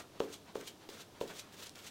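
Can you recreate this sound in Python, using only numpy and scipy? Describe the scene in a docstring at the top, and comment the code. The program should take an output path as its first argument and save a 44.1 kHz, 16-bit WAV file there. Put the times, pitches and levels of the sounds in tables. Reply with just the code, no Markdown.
"""A lathered shaving brush strokes a cheek, about three times a second, in a small quiet bathroom.
It drags through fizzing foam and flicks off the skin with a brighter swish; some strokes land with
a hollow pat of trapped air. A few bubbles snap and a sleeve rustles on the back swings.
The tiled room rings briefly over a soft hush and a faint mains hum."""
import sys
import numpy as np
from scipy import signal
from scipy.fft import rfft, irfft, next_fast_len
from scipy.io import wavfile
from scipy.ndimage import map_coordinates

SR = 44100
rng = np.random.default_rng(int(sys.argv[2]) if len(sys.argv) > 2 else 0)


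def wav_record(signal):
    """Record a signal, one row per channel, as 16-bit PCM in the file named by sys.argv[1]."""
    frames = np.transpose(np.atleast_2d(signal))
    bounded = np.clip(frames, -1, 1)
    # unit amplitude maps onto the largest positive 16-bit level
    quanta = np.round(bounded * 32767).astype(np.int16)
    wavfile.write(sys.argv[1], SR, quanta)


N = 83790
T = np.arange(N) / SR

# Brush strokes: (landing [s], lift-off [s], landing fizz [dB], mid fizz [dB], squelch [dB], flick [dB])
BRUSH_STROKES = [(-.13, -.004, -58, -54, -48, -43), (0.196, .342, -47.5, -62.5, -62, -45),
                 (0.547, 0.685, -52.5, -62, -62, -45.5), (.887, 1.011, -50.5, -59, -59.5, -48.5),
                 (1.204, 1.397, -48.5, -61, -65, -47), (1.52, 1.668, -57.5, -61, -64, -49.5),
                 (1.749, 1.874, -56, -59.5, -64.5, -45)]
# Harder pushes within a stroke: (time [s], half length [s], fizz [dB], squelch [dB])
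BRUSH_PUSHES = [(1.303, 0.014, -54.5, -51.5), (1.358, 0.019, -55, -70), (1.624, 0.021, -49, -58.5)]
# Airy fizz of the lather: (frequency [Hz], level [dB])
FIZZ_EQ = [(200, -33), (900, -4.5), (2000, -3), (3400, 3), (4900, -1), (6200, -1), (8500, -6.5),
           (11000, -11.5), (14000, -10), (16000, -10)]
# Low, wet body of the squelch: (frequency [Hz], level [dB])
SQUELCH_EQ = [(60, -18), (150, 0.5), (350, 4), (650, 3.5), (950, -0.5), (1400, 3), (2200, -1),
              (4000, -19.5), (16000, -36)]
# Bright swish of the bristles: (frequency [Hz], level [dB])
FLICK_EQ = [(200, -19.5), (900, -15.5), (2000, -8.5), (3200, -1.5), (4300, -2.5), (5000, -6.5), (6200, -3),
            (8500, -9), (11000, -15.5), (14000, -16.5), (16000, -27)]
def brush_strokes(attack_s=0.0022, settle_s=0.02, release_s=0.013, flick_rise_s=0.019, flick_fall_s=0.01):
    """Foam fizzes and squelches under the brush; the bristles flick as they leave the skin."""
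    fizz, squelch, flick = np.zeros((3, N))
    for land, lift, land_db, mid_db, squelch_db, flick_db in BRUSH_STROKES:
        contact = (1 - np.exp(-since(land) / attack_s)) * np.exp(-since(lift) / release_s)
        fizz += contact * amp(mid_db + (land_db - mid_db) * np.exp(-since(land) / settle_s))
        squelch += contact * amp(squelch_db)
        until_lift = np.maximum(lift - T, 0)
        flick += amp(flick_db) * np.exp(-until_lift / flick_rise_s - since(lift) / flick_fall_s)
    for time, half, fizz_db, squelch_db in BRUSH_PUSHES:
        fizz = np.hypot(fizz, swell(time, half, fizz_db))
        squelch = np.hypot(squelch, swell(time, half, squelch_db))
    return fizz * foam(FIZZ_EQ) + squelch * foam(SQUELCH_EQ) + flick * foam(FLICK_EQ)


def foam(eq, bubbles_per_s=3000, bubble_share=0.38, spread_db=2, flutter_db=3.27):
    """Countless tiny bubbles burst over the hiss of bristles; the level flutters."""
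    sizes = amp(spread_db * np.minimum(rng.exponential(size=N), 4))
    bursts = rng.random(N) < bubbles_per_s / SR
    bubbles = unit(bursts * sizes * rng.choice([-1, 1], N))
    bristles = rng.standard_normal(N)
    lather = np.sqrt(bubble_share) * bubbles + np.sqrt(1 - bubble_share) * bristles
    return unit(colour(lather, eq)) * amp(flutter_db * wobble(knots_per_s=90))


# Pats of the landing brush: (time [s], level [dB], pitch of the trapped air [Hz], wet slap [dB])
BRUSH_PATS = [(0.2036, -18, 451, -28), (.5555, -24, 456, -32.5), (0.8907, -37.5, 412, -38.5),
              (1.2126, -22, 460, -34.5)]
# Hollow ring of the air pocket: (frequency [x pitch], level against the pat [dB], t60 [s])
AIR_POCKET_MODES = [(.6, -30, 0.031), (1, 3, 0.019), (2.05, -6, 0.016), (3.05, -16, 0.0098)]
# Wet slap of foam on skin: (frequency [Hz], level [dB])
SLAP_EQ = [(100, -17), (600, 8.5), (1400, 5), (1950, -6.5), (2800, 5.5), (4200, -5.5), (5500, -5.5),
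           (7000, -17.5), (16000, -29)]
# Standing waves of the bathroom: (frequency [Hz], level against the pat [dB], t60 [s])
STANDING_WAVES = [(225.6, -32, 0.4), (285.3, -28.5, 0.55), (356.5, -22.5, 0.26), (405, -23, 0.38),
                  (444, -21, 0.327), (554, -20.5, 0.21), (706, -30, 0.28)]
def brush_pats(attack_s=0.00088, slap_t60=0.0066, slap_lead_s=0.0008, reverb_db=-10.5):
    """Wet foam slaps the cheek, the air trapped under the brush pops, and the room rings on."""
    out = np.zeros(N)
    for time, db, pitch, slap_db in BRUSH_PATS:
        pop = sum(ring(time, pitch * ratio, t60, attack_s) * amp(db + mode_db)
                  for ratio, mode_db, t60 in AIR_POCKET_MODES)
        touch = time - slap_lead_s
        splash = (T > touch) * fade(since(touch), slap_t60) * rng.standard_normal(N)
        slap = amp(slap_db) * colour(splash, SLAP_EQ)
        room_ring = sum(ring(time, hz, t60, ROOM_BUILD_S) * amp(db + mode_db)
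                        for hz, mode_db, t60 in STANDING_WAVES)
        out += pop + slap + room_ring + amp(reverb_db) * tiled_room(pop + slap)
    return out


# Snapping bubbles: (time [s], level [dB])
BUBBLE_SNAPS = [(.6115, -34), (1.278, -40), (1.3602, -40), (1.6165, -47), (1.6945, -31.5), (1.757, -38),
                (1.791, -40.5), (1.803, -41)]
# Crisp tick of a snap: (frequency [Hz], level [dB])
SNAP_EQ = [(300, -25), (1500, -8), (4000, 4), (8000, 1.5), (12000, -9), (16000, -11)]
def bubble_snaps(t60=0.0026):
    """Single larger bubbles burst, each a tick of noise."""
    envelope = sum(amp(db) * (T > time) * fade(since(time), t60) for time, db in BUBBLE_SNAPS)
    return colour(.5 * envelope * rng.standard_normal(N), SNAP_EQ)


# Back swings of the arm: (time [s], half length [s], level [dB])
ARM_SWINGS = [(0.166, 0.028, -61.5), (0.491, 0.018, -57.5), (0.831, 0.021, -59.5), (1.175, 0.032, -60.5),
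              (1.465, 0.054, -62)]
# Soft rustle of cloth: (frequency [Hz], level [dB])
SLEEVE_EQ = [(80, 3), (300, 1), (900, 7.5), (1900, 1.5), (3600, -1), (7000, -10.5), (16000, -35)]
def sleeve_rustle():
    """Cloth rustles as the arm swings back for the next stroke."""
    return sum(swell(time, half, db) for time, half, db in ARM_SWINGS) * hiss(SLEEVE_EQ)


ROOM_BUILD_S = 0.0077
# Reverb decay of the bathroom: (frequency [Hz], t60 [s])
ROOM_DECAY = [(150, 0.32), (450, .33), (2000, 0.27), (6000, 0.17), (15000, 0.16)]
def tiled_room(x):
    """The tiled walls answer with a short diffuse tail whose treble dies first."""
    hz, t, noise = signal.stft(rng.standard_normal(SR // 2), SR, nperseg=256)
    decay = fade(t, along(ROOM_DECAY, hz)[:, None])
    tail = signal.istft(noise * decay, SR, nperseg=256)[1]
    tail *= np.clip(np.arange(len(tail)) / SR / ROOM_BUILD_S, 0, 1) ** 2
    return signal.fftconvolve(x, tail / np.linalg.norm(tail))[:N]


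# Dark hush of the room: (frequency [Hz], level [dB])
HUSH_EQ = [(20, -4), (40, -34), (70, 1.5), (130, 1.5), (300, 3.5), (600, -2), (1100, -7.5), (2000, -15.5),
           (3600, -12), (6000, -16), (10000, -21.5), (16000, -25.5)]
def room_tone(hush_db=-59, hum_hz=99.4, hum_db=-75):
    """A steady bed of hush with a faint mains hum."""
    hum = np.sqrt(2) * np.sin(2 * np.pi * hum_hz * T)
    return amp(hush_db) * hiss(HUSH_EQ) + amp(hum_db) * hum


def amp(db):
    """Decibels to gain."""
    return 10 ** (np.asarray(db) / 20)


def unit(x):
    """Scale to rms 1."""
    return x / np.sqrt(np.mean(x ** 2) + 1e-20)


def along(points, hz):
    """Read a curve of (frequency [Hz], value) points on a log axis."""
    freqs, values = np.transpose(points)
    return np.interp(np.log(hz + 1), np.log(freqs + 1), values)


def colour(x, eq):
    """Causal EQ that keeps the power of white noise."""
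    size = 2 * next_fast_len(N)
    gain = unit(amp(along(eq, np.fft.rfftfreq(size, 1 / SR))))
    cepstrum = irfft(np.log(gain), size)
    # minimum phase: no ringing ahead of a hit
    cepstrum[1:size // 2] *= 2
    cepstrum[size // 2 + 1:] = 0
    return irfft(rfft(x, size) * np.exp(rfft(cepstrum)), size)[:N]


def wobble(knots_per_s):
    """A smooth random curve."""
    return map_coordinates(rng.standard_normal(N // 8), [T * knots_per_s], order=3)


def hiss(eq):
    """Coloured noise of rms 1."""
    return unit(colour(rng.standard_normal(N), eq))


def since(start):
    """Seconds since start, zero before it."""
    return np.maximum(T - start, 0)


def fade(t, t60):
    """Exponential decay, 60 dB down after t60."""
    return np.exp(-np.log(1000) * t / t60)


def swell(time, half, db):
    """A bell-shaped envelope around time."""
    return amp(db) * np.exp(-.5 * ((T - time) / half) ** 2)


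def ring(start, hz, t60, attack_s):
    """A damped vibration with a softened onset."""
    t = since(start)
    return -np.sin(2 * np.pi * hz * t) * fade(t, t60) * (1 - np.exp(-t / attack_s))


def scene(reverb_db=-9):
    """Brush and arm in the bathroom, in mono."""
    swish = brush_strokes() + bubble_snaps() + sleeve_rustle()
    return (swish + amp(reverb_db) * tiled_room(swish) + brush_pats() + room_tone())[None]


def record(dry, top_hz=15850):
    """A brick-wall high cut takes off the very top."""
    size = 2 * next_fast_len(N)
    passband = np.fft.rfftfreq(size, 1 / SR) < top_hz
    return irfft(rfft(dry, size) * passband, size)[:, :N]


dry = scene()
out = record(dry)
wav_record(out)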